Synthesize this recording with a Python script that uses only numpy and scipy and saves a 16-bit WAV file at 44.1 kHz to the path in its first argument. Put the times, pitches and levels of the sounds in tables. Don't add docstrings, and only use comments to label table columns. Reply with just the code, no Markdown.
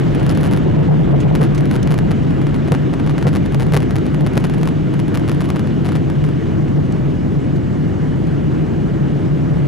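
import sys
import numpy as np
from scipy import signal
from scipy.fft import rfft, irfft
from scipy.io import wavfile
from scipy.ndimage import uniform_filter1d

SR = 44100
rng = np.random.default_rng(int(sys.argv[2]) if len(sys.argv) > 2 else 0)


def output_pcm(signal):
    pcm = np.clip(np.atleast_2d(signal).T, -1, 1) * 32767
    wavfile.write(sys.argv[1], SR, np.round(pcm).astype(np.int16))


def linear_from_db(decibels):
    return 10 ** (np.asarray(decibels, float) / 20)


N = 426447

# time in seconds, level in dB.
ENGINE_EFFORT = [
    (0.0, -28),
    (0.24, -28.5),
    (3.5, -34),
    (4.55, -33.5),
    (4.85, -35),
    (5.25, -33.5),
    (7.62, -35),
    (9.67, -33.5),
]
EFFORT_SHARES = [0.66, 0.71, 0.61]
# frequency in Hz, level in dB per Hz.
CABIN_SPECTRUM = [(15, -15.5), (30, -7), (60, -9.5), (110, -7), (200, -7), (345, -14), (550, -24.5),
                  (960, -34), (2000, -40), (3000, -49), (4500, -55), (7760, -63), (12000, -73),
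                  (15600, -83)]
# frequency in Hz, width in Hz, boost in dB.
PANEL_MODES = [(145, 34.8, 11), (47.2, 15, 6), (91.6, 12, 3.5), (279, 32, 2.5), (324, 29, 4),
               (402, 70, 1.5), (3500, 560, 1), (6500, 930, 1.5), (1610, 340, 1), (3340, 940, 2)]
# time in seconds, level in dB.
PANE_BOOM = [(0, -18.5), (1.15, -14.5), (1.8, -19.5), (2.0, -17), (2.9, -23), (3.3, -18.5), (5.4, -22),
             (6.3, -20.5), (6.65, -19.5), (7.0, -20.5), (8.5, -21.5), (9.67, -20.5)]
# last swing back in seconds, number of cycles, frequency in Hz, level in dB.
JOLTS = [
    (1.4305, 5, 146, 2),
    (2.734, 4, 153, 0),
    (3.2826, 5, 145, 1),
    (3.7522, 3, 135, -3),
    (3.7735, 2, 139, 4),
    (4.377, 2, 150, 4),
]
# frequency in Hz, likeness 0 to 1, left lead in radians, left over right in dB.
MICROPHONE_PAIR = [(40, 0.97, -0.63, 3.0), (80, 0.97, -0.97, 1.8), (140, 0.99, -1.28, 1.0),
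                   (220, 0.93, -1.41, 1.1), (330, 0.91, -1.4, 0.7), (480, 0.68, -1.79, 0.6),
                   (650, 0.55, -1.66, -0.2), (850, 0.57, -1.86, 0.0), (1100, 0.51, -1.39, 0.0),
                   (1500, 0.64, -0.66, -1.1), (2200, 0.72, -0.59, -1.3), (3200, 0.85, -0.17, -1.5),
                   (6000, 0.8, -0.16, -0.1), (12000, 0.71, -0.11, -0.0)]
# start in seconds, level in dB, ring in Hz, time to fall 60 dB in seconds.
RATTLES = [(0.292, -16, 4940, 0.033), (0.3475, -26, 4240, 0.055), (1.2017, -25.5, 6450, 0.066),
           (1.5464, -24, 4030, 0.067), (1.577, -22.5, 5940, 0.046), (1.828, -17, 5820, 0.026),
           (4.354, -50, 4340, 0.031), (6.681, -36, 4150, 0.04), (6.922, -25, 7700, 0.021),
           (7.4455, -45, 4410, 0.044), (7.5582, -33.5, 4380, 0.052), (7.879, -39, 5000, 0.015),
           (9.052, -40, 5000, 0.015), (6.247, -32, 5500, 0.04), (0.195, -29.5, 4230, 0.059),
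           (8.2694, -34.5, 4300, 0.04)]
# time in seconds, push in dB.
KNOCKS = [(.149, -20), (.2654, -19), (.3744, -17), (.5739, -19), (1.6078, -20), (1.656, -19), (1.7126, -15),
          (1.8746, -20), (1.9421, -16), (2.3074, -20), (2.4161, -18), (2.4687, -18), (2.5442, -18),
          (3.1811, -14), (3.2266, -15), (3.5461, -15), (3.7228, -18), (3.8043, -20), (3.9086, -18),
          (3.9844, -19), (4.0656, -19), (4.2086, -20), (4.6322, -15), (4.6568, -20), (4.6748, -15),
          (5.174, -15), (5.3168, -17), (5.5029, -14), (5.5948, -18), (6.1005, -20)]
TOUCHES = [.2308, .3234, .4113, .5641, 2.4907, 2.5624, 2.9995, 3.2128, 3.4611, 3.523, 3.6668, 4.1457,
           4.3351, 4.3555, 4.4071, 4.469, 4.4983, 4.5826, 4.6134, 4.6882, 4.9393, 5.0817, 5.1967, 5.3476,
           5.4565, 5.49, 5.6728, 6.2408, 6.2648, 6.2893]
# first and last strike in seconds, first
# and last push in dB.
BURSTS = [(.3024, .3122, -19, -19), (1.3528, 1.3581, -14, -18), (1.4112, 1.416, -22, -19),
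          (1.9795, 1.9887, -21, -15), (2.1097, 2.1155, -19, -15), (2.6767, 2.6838, -22, -21),
          (2.7205, 2.7276, -10, -20), (2.7415, 2.7494, -15, -13), (2.9326, 2.9383, -21, -16),
          (3.0636, 3.0742, -19, -18), (3.331, 3.3384, -21, -22), (3.7663, 3.7735, -10, -11),
          (3.8223, 3.8294, -21, -19), (3.9573, 3.9646, -17, -16), (4.265, 4.2716, -18, -20),
          (4.3703, 4.377, -20, -9), (4.5388, 4.5449, -23, -21), (4.9935, 4.9998, -18, -21),
          (5.4429, 5.4495, -22, -23), (5.5606, 5.567, -19, -20), (5.8832, 5.89, -21, -17),
          (5.9205, 5.9285, -21, -23),
          (.4327, .4754, -19, -21), (.5123, .5354, -19, -18), (1.4307, 1.4512, -17, -22),
         (1.7326, 1.7632, -23, -17), (1.9072, 1.9219, -19, -18), (3.0956, 3.1102, -18, -23),
         (3.2695, 3.289, -14, -18), (3.3522, 3.368, -16, -21), (3.5986, 3.63, -17, -21),
         (3.7371, 3.7522, -12, -14), (4.4414, 4.4528, -16, -20), (5.1439, 5.156, -20, -16),
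         (5.2789, 5.2956, -21, -15), (5.4074, 5.4206, -17, -22), (5.8477, 5.8685, -18, -19),
         (5.954, 5.9685, -17, -21)]
# time in seconds, tick change in dB.
GRIP = [(0, 1.2), (2.0, -1), (2.3, -9.5), (2.7, -8.5), (2.72, -4.5), (2.74, -13.5), (3.0, -10),
        (3.28, -7.5), (3.33, -2), (5.6, -1.5), (5.85, -5), (6.3, -4)]
# time in seconds, left over right in dB.
LEAN = [
    (0, .2),
    (2.2, .2),
    (2.7, 2),
    (4.5, 1.6),
    (6, 2.6),
    (9.6, 0),
]
# frequency in Hz, level in dB.
CASING_RING = [(200, -4.5), (700, 8.5), (2000, -1.5), (4000, -16), (7000, -18.5), (10500, -23),
               (15000, -33)]

LIFT_S, LIFT_SPAN_S, LIFT_DB = 6.53, .4, -2.5
SWINGS_PER_S = 135
TOUCH_DB, UNEVEN_DB = -22.5, 2
TICK_DB, TICK_PER_DB, TICK_SPREAD_DB = -29, 0.95, -0.2
GRAZE_SHARE, GRAZE_DB, GRAZE_SPREAD_DB, GRAZE_TICK_DB = .5, -22.5, 4.0, -41
SETTLE_DB, SETTLE_S = -16, 0.34


def evened(x):
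    return x / np.sqrt(np.mean(x ** 2) + 1e-20)


def read(points, hz, column=1):
    table = np.array(points)
    return np.interp(np.log(hz + 1), np.log(table[:, 0] + 1), table[:, column])


def add(mix, s, sound):
    part = mix[:, round(s * SR):][:, :sound.shape[1]]
    part += sound[:, :part.shape[1]]


def coloured(noise, points):
    hz = np.fft.rfftfreq(noise.shape[-1], 1 / SR)
    return evened(irfft(rfft(noise) * linear_from_db(read(points, hz)), noise.shape[-1]))


def roar_changes(hz, t, patchy_db=1.06, gusty_db=0.5, ragged_db=2.5):
    patches = rng.standard_normal((len(hz), len(t)))
    patches = uniform_filter1d(patches, size=14, axis=0)
    patches = evened(uniform_filter1d(patches, size=10, axis=1))
    gusts = evened(uniform_filter1d(rng.standard_normal(len(t)), size=4))

    boom_s, boom_db = np.transpose(PANE_BOOM)
    boom_db = np.interp(t, boom_s, boom_db - np.median(boom_db))
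    effort_s, effort_db = np.transpose(ENGINE_EFFORT)
    effort_db = np.interp(t, effort_s, effort_db - np.median(effort_db))
    change_db = np.array([boom_db] + [share * effort_db for share in EFFORT_SHARES])
    change_db[3] += LIFT_DB * np.clip((t - LIFT_S) / LIFT_SPAN_S + .5, 0, 1)

    centres = np.log([160, 280, 1000, 3000])
    shares = np.array([np.interp(np.log(hz + 1), centres, row) for row in np.eye(4)])
    shares[3] *= read([(3500, 1), (6000, 0.18), (12000, 0.21)], hz)
    high = 1 - shares[:2].sum(0)[:, None]
    patch_db = patchy_db + ragged_db * np.clip(hz / 5000 - 2, 0, 1)[:, None]
    return shares.T @ change_db + high * (patch_db * patches + gusty_db * gusts)


def roar():
    frames, hz = N // 256 + 5, np.fft.rfftfreq(1024, 1 / SR)
    t = np.arange(frames) * 256 / SR
    real, imaginary = rng.standard_normal((2, 2, len(hz), frames))
    field = (real + 1j * imaginary) * linear_from_db(roar_changes(hz, t))
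    left, other = rfft(signal.istft(field, nperseg=1024, noverlap=768)[1][:, :N])

    hz = np.fft.rfftfreq(N, 1 / SR)
    colour_db = read(CABIN_SPECTRUM, hz)
    for mode_hz, width_hz, db in PANEL_MODES:
        colour_db = colour_db + db / (1 + (2 * (hz - mode_hz) / width_hz) ** 2)
    colour_db += 5.5 / (1 + ((hz - 2930) / 110) ** 2)
    colour_db -= 16 / (1 + np.exp((15050 - hz) / 60))

    same, lead, lean_db = (read(MICROPHONE_PAIR, hz, column=k) for k in (1, 2, 3))
    same = np.clip(same, 0, 1)
    right = (same * left + np.sqrt(1 - same ** 2) * other) * np.exp(-1j * lead)
    pair = np.array([left * linear_from_db(lean_db / 2), right / linear_from_db(lean_db / 2)])
    return linear_from_db(-11.0) * evened(irfft(pair * linear_from_db(colour_db), N))


def rattles():
    t, out = np.arange(4096) / SR, np.zeros((2, N))
    for s, db, hz, t60 in RATTLES:
        colour = [(500, -22), (2000, -6), (0.98 * hz, -9), (hz, 0), (1.1 * hz, -11), (11000, -19), (15000, -38)]
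        buzz = coloured(rng.standard_normal((3, len(t))), colour)
        fade = linear_from_db(db - 8.0 - 60 * t / max(t60, .005)) * (1 - np.exp(-t / 0.001))
        add(out, s, fade * (buzz[0] + .5 * buzz[1:]))
    return out


def strikes():
    rows = KNOCKS + [(s, TOUCH_DB) for s in TOUCHES]
    for first, last, first_db, last_db in BURSTS:
        count = round((last - first) * SWINGS_PER_S) + 1
        rows = rows + list(zip(np.linspace(first, last, count), np.linspace(first_db, last_db, count)))
    s, push_db = np.transpose(rows)
    wobble, dull = rng.standard_normal((len(s), 2)).T
    push_db = push_db + UNEVEN_DB * wobble * (push_db < -17.5)
    tick_db = TICK_DB + TICK_PER_DB * (push_db + 19)
    tick_db = tick_db + np.interp(s, *np.transpose(GRIP)) + TICK_SPREAD_DB * dull
    return np.transpose([s, push_db, tick_db])


def grazes(hits):
    pick, when, size, bright = rng.random((len(hits), 4)).T
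    side = np.where(when < .5, -1, 1)
    s = hits[:, 0] + side * (.35 + 2.4 * abs(when - .5)) / SWINGS_PER_S
    push_db = GRAZE_DB + GRAZE_SPREAD_DB * np.log(size + .02)
    tick_db = GRAZE_TICK_DB + 12 * (bright - .5)
    return np.transpose([s, push_db, tick_db])[pick < GRAZE_SHARE]


def swings(hits):
    out = np.zeros((2, N))
    nudges = [(s, 1, PANEL_MODES[0][0], 0.8 * push_db - 1.5) for s, push_db, _ in hits]
    for s, cycles, hz, db in nudges + JOLTS:
        t = np.arange(-cycles / hz, 0.88 / hz, 1 / SR)
        turn = 2 * np.pi * hz * (t - np.array([[.0008], [.0005]]))
        uneven = .6 * np.sin(.37 * turn) + .3 * np.sin(2.3 * turn + np.array([[0], [1.5]]))
        swing = uneven * np.cos(turn) - np.sin(turn)
        add(out, s + t[0], linear_from_db(db) * swing * signal.windows.tukey(len(t), min(2 / cycles, 1)))
    return out


def chatter(hits, per_s=700, spread_db=1.0):
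    shake = np.zeros(N)
    s, push_db, _ = hits.T
    shake[(s * SR).astype(int)] = linear_from_db(push_db)
    shake = signal.lfilter([1], [1, -np.exp(-1 / (0.01 * SR))], shake)
    shake = shake + linear_from_db(SETTLE_DB) * np.exp(-(np.arange(N) / (SETTLE_S * SR)) ** 2)
    sizes = linear_from_db(spread_db * np.minimum(rng.exponential(1, (2, N)), 4))
    touches = (rng.random((2, N)) < per_s / SR) * sizes
    t = np.arange(200) / SR
    touch = np.sin(2 * np.pi * 2600 * t) * np.exp(-t / 0.000088)
    both_sides = touches + 0.11 * touches[::-1]
    return linear_from_db(-9.5) * signal.oaconvolve(shake * both_sides, touch[None])[:, :N]


def taps(hits):
    t, out = np.arange(1024) / SR, np.zeros((2, N))
    chance = rng.random((len(hits), 4))
    rings = coloured(rng.standard_normal((len(hits), 3, len(t))), CASING_RING)
    for (s, push_db, tick_db), (wide, pitch, blunt, skew), ring in zip(hits, chance, rings):
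        side = linear_from_db(np.interp(s, *np.transpose(LEAN)) * np.array([[.5], [-.5]]))
        u = t / (np.array([[.00046], [.00034]]) * (.85 + .3 * wide))
        rise_s = 2.3e-5 * linear_from_db(-.62 * (tick_db + 21) + 2 * blunt)
        push = (1 - np.exp(-(t / rise_s) ** 2)) * (1 - .5 * u) * np.exp(-u)
        turn = 2 * np.pi * 10500 * (0.921 + .08 * pitch) * t + np.array([[0], [1.9 * (skew - .3)]])
        tick = np.sin(turn) * linear_from_db(-60 * t / 0.0023) * (1 - np.exp(-t / 7e-5))
        after = (ring[0] + 0.4 * ring[1:]) * linear_from_db(-60 * t / 0.03 - 4) * (1 - np.exp(-t / 0.0006))
        thump = side * linear_from_db(push_db + 9.0) * (push + linear_from_db(-14.5) * after)
        add(out, s, thump + linear_from_db(tick_db + 6.5) * tick)
    return signal.sosfilt(signal.butter(1, 15000, fs=SR, output="sos"), out)


def capsules(pressure, cut_hz=120, choke=0.43):
    limit, knee, split_hz = .4, 5, 1200
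    bass = signal.sosfiltfilt(signal.butter(2, split_hz, fs=SR, output="sos"), pressure)
    squeeze = (1 + abs(bass / limit) ** knee) ** (-1 / knee)
    flattened = bass * squeeze + (pressure - bass) * squeeze ** (knee * choke)
    return signal.sosfilt(signal.butter(1, cut_hz, "high", fs=SR, output="sos"), flattened)


def scene():
    engines, hits = roar(), strikes()
    casing = taps(hits) + taps(grazes(hits)) + chatter(hits) + rattles()
    return linear_from_db([[1.5], [1.1]]) * capsules(engines + swings(hits)) + casing


def top_cut(x):
    return signal.sosfilt(signal.butter(12, 15710, fs=SR, output="sos"), x)


def record(dry):
    rounded = dry / (1 + abs(dry / .97) ** 6) ** (1 / 6)
    return top_cut(rounded)


dry = scene()
out = record(dry)
output_pcm(out)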